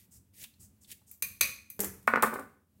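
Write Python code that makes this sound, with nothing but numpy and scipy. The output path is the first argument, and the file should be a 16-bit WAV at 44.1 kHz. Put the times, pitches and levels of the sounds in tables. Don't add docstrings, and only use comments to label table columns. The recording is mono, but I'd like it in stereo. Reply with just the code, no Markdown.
import sys
import numpy as np
from scipy import signal
from scipy.fft import rfft, irfft
from scipy.io import wavfile
from scipy.ndimage import uniform_filter1d

SR = 44100
rng = np.random.default_rng(int(sys.argv[2]) if len(sys.argv) > 2 else 0)


def unload_wav(signal):
    wavfile.write(
        sys.argv[1],
        SR,
        np.round(np.clip(np.atleast_2d(signal).T, -1, 1) * 32767).astype(np.int16),
    )


N = 123479
HIT_S = 0.005
EAR_GAP_S = 0.00055
EDGE_HZ = 16100


def amp(db):
    return 10 ** (np.asarray(db) / 20)


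def read(points, hz):
    table_hz, value = np.transpose(points)
    return np.interp(np.log(hz + 1), np.log(table_hz), value)


def unit(x):
    return x / np.sqrt(np.mean(np.sum(x ** 2, -1)) + 1e-20)


def add(mix, start_s, sound):
    at = round(start_s * SR)
    sound = sound[..., max(-at, 0):]
    part = mix[:, max(at, 0):][:, :sound.shape[-1]]
    part += sound[..., :part.shape[1]]


def colour(x, points, tilt_db=0, knee_hz=700, size=4096):
    hz = abs(np.fft.fftfreq(size, 1 / SR))
    tilt = tilt_db * np.log2(np.maximum(hz, knee_hz) / SR)
    log_gain = np.log(amp(read(points, hz) + tilt))
    spectrum = np.exp(np.conj(signal.hilbert(log_gain)))
    taps = np.fft.ifft(spectrum).real[:size // 2]
    return signal.fftconvolve(x, unit(taps)[None], axes=1)


def pair(count, same):
    shared, left, right = rng.standard_normal((3, count))
    same = np.clip(same, 0, 1)
    return np.sqrt(same) * shared + np.sqrt(1 - same) * np.array([left, right])


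def grains(count, spread_db):
    noise = pair(count, 0.25)
    sizes = amp(spread_db * np.minimum(rng.exponential(1, count), 5))
    return unit(noise * sizes) * np.sqrt(count)


def patchy(x, depth_db):
    z = signal.stft(x, nperseg=256)[2]
    field = rng.standard_normal(z.shape[1:])
    field = uniform_filter1d(field, size=5, axis=0)
    field = uniform_filter1d(field, size=6, axis=1)
    gain = amp(depth_db * (field / field.std() + 1.03))
    return signal.istft(z * gain, nperseg=256)[1]


def contact(scuff_s, click, same, rise_s=0.0004, size=4096):
    t = np.arange(size) / SR
    envelope = np.exp(-t / scuff_s) * np.minimum(t / rise_s, 1) ** 2
    x = unit(pair(size, same) * envelope)
    x[:, 0] += click
    z = rfft(x, 2 * size)
    z /= np.sqrt(uniform_filter1d(abs(z) ** 2, size=80, axis=1))
    return unit(irfft(z)[:, :size])


def ring(modes):
    t = np.arange(SR // 3) / SR
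    turns = rng.random((len(modes), 1, 1)) + 0.067 * rng.random((len(modes), 2, 1))
    waves = 0
    for (hz, db, t60), turn in zip(modes, turns):
        waves = waves + amp(db - 60 * t / t60) * np.sin(2 * np.pi * (hz * t + turn))
    return unit(waves * np.minimum(t / 0.0011, 1))


def strike(db, sound):
    return amp(db) * np.sqrt(HIT_S * SR) * unit(sound)


# (frequency [Hz], time to fall by 60 dB [s])
ROOM_FADE = [(100, .6), (250, 0.48), (700, .42), (2000, 0.43), (5000, 0.42), (10000, 0.37), (16000, 0.34)]


def kitchen(dry, wet_db, left_db, lag_ms, size=256):
    t = np.arange(SR // 2 + 8000) / SR
    echoes = rng.standard_normal((2, len(t)))
    echoes = echoes * (rng.random((2, len(t))) < 0.12)
    hz, at, z = signal.stft(echoes, SR, nperseg=size)
    same = np.sinc(2 * hz * EAR_GAP_S)[:, None]
    z[1] = same * z[0] + np.sqrt(1 - same ** 2) * z[1]
    z *= amp(-60 * at / read(ROOM_FADE, hz)[:, None])
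    tail = signal.istft(z, SR, nperseg=size)[1][:, :len(t)]
    tail = tail * np.clip((t - 0.002) / 0.001, 0, 1)
    tail = tail * (1 + 0.89 * np.exp(-t / 0.025))
    wet = signal.fftconvolve(dry, unit(tail), axes=1)[:, :N]
    khz = np.fft.rfftfreq(2 ** 17, 1000 / SR)
    late = irfft(rfft(dry[1], 2 ** 17) * np.exp(-2j * np.pi * khz * lag_ms))[:N]
    direct = np.array([dry[0], late])
    treble = signal.lfilter(*signal.butter(1, 850, 'high', fs=SR), direct)
    side_gain = amp(np.array([[left_db], [-left_db]]) / 2)
    return direct + treble * (side_gain - 1) + amp(wet_db) * wet * amp([[0.5], [-0.5]])


# (time [s], level [dB])
RUMBLE_LEVEL = [(0, -65), (.3, -68.5), (.8, -66), (1.55, -70), (2.0, -61.5), (2.45, -63), (2.66, -72.5),
                (2.78, -66.5)]
# (frequency [Hz], relative level [dB])
RUMBLE_COLOUR = [(20, -37.5), (45, -29), (75, -0.5), (100, 1), (140, -11.5), (205, -1.5), (330, -17),
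                 (600, -26), (1500, -32.5), (5000, -36.5), (16000, -30.5)]
# (time [s], level [dB])
BUMP_HITS = [(0.149, -56.5), (0.591, -55.5), (1.225, -53.5), (1.423, -51), (1.87, -48), (2.231, -61)]
# (frequency [Hz], relative level [dB])
BUMP_COLOUR = [(20, -30), (45, -15), (85, 2), (140, -11.5), (200, -11), (320, -21), (1000, -57)]


def rumble():
    level_db = np.interp(np.arange(N) / SR, *np.transpose(RUMBLE_LEVEL))
    out = colour(pair(N, 0.9), RUMBLE_COLOUR)[:, :N] * amp(level_db)
    t = np.arange(SR // 2) / SR
    for start_s, db in BUMP_HITS:
        thud = pair(len(t), 0.91) * np.exp(-t / 0.11)
        add(out, start_s, strike(db + 8.0, colour(thud, BUMP_COLOUR)))
    return out * amp([[0.6], [-0.6]])


# (time [s], level [dB])
RIM_TICKS = [(2.027, -56.5), (2.0738, -35), (2.157, -46), (2.2239, -21.5), (2.232, -27), (2.339, -38),
             (2.394, -44)]
# (frequency [Hz], relative level [dB])
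TICK_COLOUR = [(500, -7.5), (3500, -8.5), (4800, -11), (6000, -12.5), (8500, -1), (12000, -5), (14000, 0),
               (16000, -2)]


def ticking():
    out = np.zeros((2, N))
    for start_s, db in RIM_TICKS:
        tick = contact(scuff_s=0.0041, click=0.067, same=0.17)
        add(out, start_s, strike(db, colour(tick, TICK_COLOUR)))
    return kitchen(out, wet_db=-2.0, left_db=0.3, lag_ms=0)


# (time [s], level [dB], chatter decay [s], brightness [dB per octave])
BOWL_KNOCKS = [(2.0774, -14, 0.0036, 4.5), (2.1372, -17.5, 0.0031, 1), (2.1589, -18.5, 0.0022, 4),
               (2.1733, -23.5, .003, -2), (2.2276, -17.5, 0.0064, -.5), (2.2346, -17.5, .005, 2),
               (2.244, -24.5, 0.0035, -3.5), (2.269, -29, 0.0085, -1), (2.326, -34.5, 0.0054, -1.5),
               (2.334, -31, 0.0046, -4.5), (2.358, -31, 0.0059, -2.5), (2.388, -33.5, 0.019, -4)]
# (frequency [Hz], relative level [dB])
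KNOCK_COLOUR = [(60, -38.5), (130, -18), (230, -7.5), (320, -9.5), (400, -3), (550, -3), (750, -6.5),
                (1100, 4), (1550, -3), (2350, -11), (3100, -31.5), (6000, -46), (16000, -76.5)]
# (frequency [Hz], relative level [dB], time to fall by 60 dB [s])
BOWL_TONES = [(229, -10, 0.34), (551, -9, 0.12), (779, -7, 0.17), (1019, -3, .16), (1176, -3, 0.22),
              (1224, -3.5, .1), (1483, 4.5, 0.165), (1510, 6.5, .04), (1742, -4, 0.12)]


def bowl():
    out = np.zeros((2, N))
    for start_s, db, scuff_s, tilt_db in BOWL_KNOCKS:
        blow = contact(scuff_s, click=1.93 * np.exp(-scuff_s / 0.005), same=0.85)
        add(out, start_s, strike(db, colour(blow, KNOCK_COLOUR, tilt_db, knee_hz=151.2)))
        add(out, start_s, strike(db - 7.0, ring(BOWL_TONES)))
    return kitchen(out, wet_db=-4.5, left_db=8.5, lag_ms=0.13)


# (time [s], level [dB], brightness [dB per octave])
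TUB_HITS = [(1.793, -32, -2), (1.804, -20.5, 4), (1.836, -33.5, -3.5), (1.845, -27, 2)]
# (frequency [Hz], relative level [dB])
DROP_COLOUR = [(60, -31.5), (110, -16.5), (197, -7), (290, -13.5), (415, -6.5), (660, -15), (1870, -9.5),
               (3940, -26), (6300, -13.5), (10000, -14), (11900, -9.5), (16000, -18)]
# (frequency [Hz], relative level [dB], time to fall by 60 dB [s])
TUB_TONES = [(194.8, 1, 0.33), (405, -4, .16), (582, -7, 0.088), (815, -9, 0.14)]


def dropping():
    out = np.zeros((2, N))
    for start_s, db, tilt_db in TUB_HITS:
        clatter = contact(scuff_s=0.0045, click=0.56, same=0.7)
        add(out, start_s, strike(db, colour(clatter, DROP_COLOUR, tilt_db)))
    first_s = TUB_HITS[0][0]
    add(out, first_s, strike(-30, ring(TUB_TONES)))
    return kitchen(out, wet_db=-2.5, left_db=-1.0, lag_ms=-0.25)


# (time [s], level [dB], brightness [dB per octave], ring against snap [dB])
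BLADE_SNAPS = [(1.1124, -39.5, 13, -34), (1.2224, -21, 5, -6.5), (1.409, -14, 0, -2.5),
               (1.4319, -27.5, -8.5, 0), (1.7005, -35.5, 9.5, -20)]
# (frequency [Hz], relative level [dB])
SNAP_COLOUR = [(60, -31.5), (200, -11), (310, -18.5), (500, -14.5), (750, -22), (1150, -12), (1800, -8),
               (2400, 4), (3100, -14), (4050, -3), (4900, -5.5), (5450, -18), (6200, 3), (7100, -12.5),
               (8500, -5), (10000, -10), (11100, -2.5), (12300, -5), (13300, -1), (16000, -13)]
# (frequency [Hz], relative level [dB], time to fall by 60 dB [s])
BLADE_TONES = [(518, -10, 0.097), (1110, -1, 0.25), (2180, -6.5, 0.2), (2427, 3, 0.18), (2467, 21.5, 0.098),
               (2690, -3.5, 0.24), (4190, 2, 0.18), (4950, -4, 0.31), (6120, 2, 0.08), (6130, 1.5, 0.14),
               (5960, 12, 0.023), (8460, -2.5, .18), (11140, 0, .24), (11160, 8.5, .14), (13260, 7, 0.069),
               (13400, 7, .13)]


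def snapping():
    out = np.zeros((2, N))
    for start_s, db, tilt_db, ring_db in BLADE_SNAPS:
        scrape = contact(scuff_s=0.0011, click=0, same=0.45, rise_s=0.0071)
        add(out, start_s, strike(db, colour(scrape, SNAP_COLOUR, tilt_db, knee_hz=4370)))
        add(out, start_s + 0.002, strike(db + ring_db - 5.5, ring(BLADE_TONES)))
    return kitchen(out, wet_db=-2.5, left_db=3.5, lag_ms=0.12)


# (time [s], length [s], level [dB], squeak pitch at the end [Hz])
BLADE_SLIDES = [(0.107, 0.093, -55.5, 8750), (.592, 0.087, -54, 8700), (0.806, 0.068, -59, 8600),
                (1.063, 0.11, -58.5, 8300)]
# (frequency [Hz], relative level [dB])
SLIDE_COLOUR = [(2500, -18), (4000, -17), (5200, -5.5), (7800, 3.5), (10000, -0.5), (16000, -4.5)]


def sliding():
    out = np.zeros((2, N))
    for start_s, length_s, db, end_hz in BLADE_SLIDES:
        t = np.arange(int(length_s * SR)) / SR
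        progress = t / length_s
        fade = np.clip(np.minimum(t / 0.016, (length_s - t) / 0.037), 0, 1)
        turns = np.cumsum(end_hz * (1 - 0.12 * (1 - progress) ** 2)) / SR
        waver = signal.lfilter(*signal.butter(2, 200, fs=SR), pair(len(t), 0.5))
        squeak = amp(10.5) * progress * waver * np.sin(2 * np.pi * turns)
        swish = colour(grains(len(t), spread_db=4.0), SLIDE_COLOUR)
        swish = patchy(swish, depth_db=1)[:, :len(t)]
        add(out, start_s, amp(db) * fade * (swish + squeak))
    return kitchen(out, wet_db=-7, left_db=0.2, lag_ms=0.04)


# (time [s], length [s], level aimed at by the end [dB], swell [dB])
CABBAGE_CUTS = [(-.06, 0.13, -68, -19), (0.327, 0.12, -42.5, 25.5), (0.869, 0.066, -44, 18.5)]
# (frequency [Hz], relative level [dB])
CUT_COLOUR = [(200, -5.5), (500, -13.5), (1200, -30.5), (1900, -6.5), (2900, -8.5), (5400, -9), (11700, -2),
              (16000, -6)]
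# (time [s], level [dB])
STALK_CRUNCHES = [(.439, -36.5), (0.916, -37)]
# (frequency [Hz], relative level [dB])
CRUNCH_COLOUR = [(300, -26.5), (1200, -32.5), (2700, -0.5), (5000, -6), (9000, -2), (16000, 0)]
# (time [s], level [dB], pitch [Hz])
LEAF_SQUELCHES = [(.443, -46, 2930), (.539, -65, 4100), (0.846, -57.5, 3740), (.903, -51, 3660),
                  (1.015, -69.5, 810)]


def cutting():
    out = np.zeros((2, N))
    for start_s, length_s, db, swell_db in CABBAGE_CUTS:
        progress = np.linspace(0, 1, int(length_s * SR))
        fade = np.minimum(np.minimum(progress, 1 - progress) / 0.125, 1)
        level = amp(db - swell_db * (1 - progress) ** 1.3) * fade
        crackle = colour(grains(len(progress), spread_db=3.5) * level, CUT_COLOUR)
        add(out, start_s, patchy(crackle, depth_db=1.5))
    for start_s, db in STALK_CRUNCHES:
        crunch = contact(scuff_s=0.0067, click=0.47, same=0.93)
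        add(out, start_s, strike(db, colour(crunch, CRUNCH_COLOUR)))
    t = np.arange(SR // 10) / SR
    for start_s, db, hz in LEAF_SQUELCHES:
        burst = grains(len(t), spread_db=3.5) * np.exp(-t / 0.006)
        squelch = signal.lfilter(*signal.iirpeak(hz, 4.5, SR), burst)
        add(out, start_s, strike(db, squelch))
    return kitchen(out, wet_db=-9.0, left_db=1.5, lag_ms=0.022)


def scene():
    return cutting() + sliding() + snapping() + dropping() + bowl() + ticking() + rumble()


def record(dry):
    taps = signal.firwin(255, EDGE_HZ, window=("kaiser", 9), fs=SR)
    return signal.oaconvolve(dry, taps[None], "same")


dry = scene()
out = record(dry)
unload_wav(out)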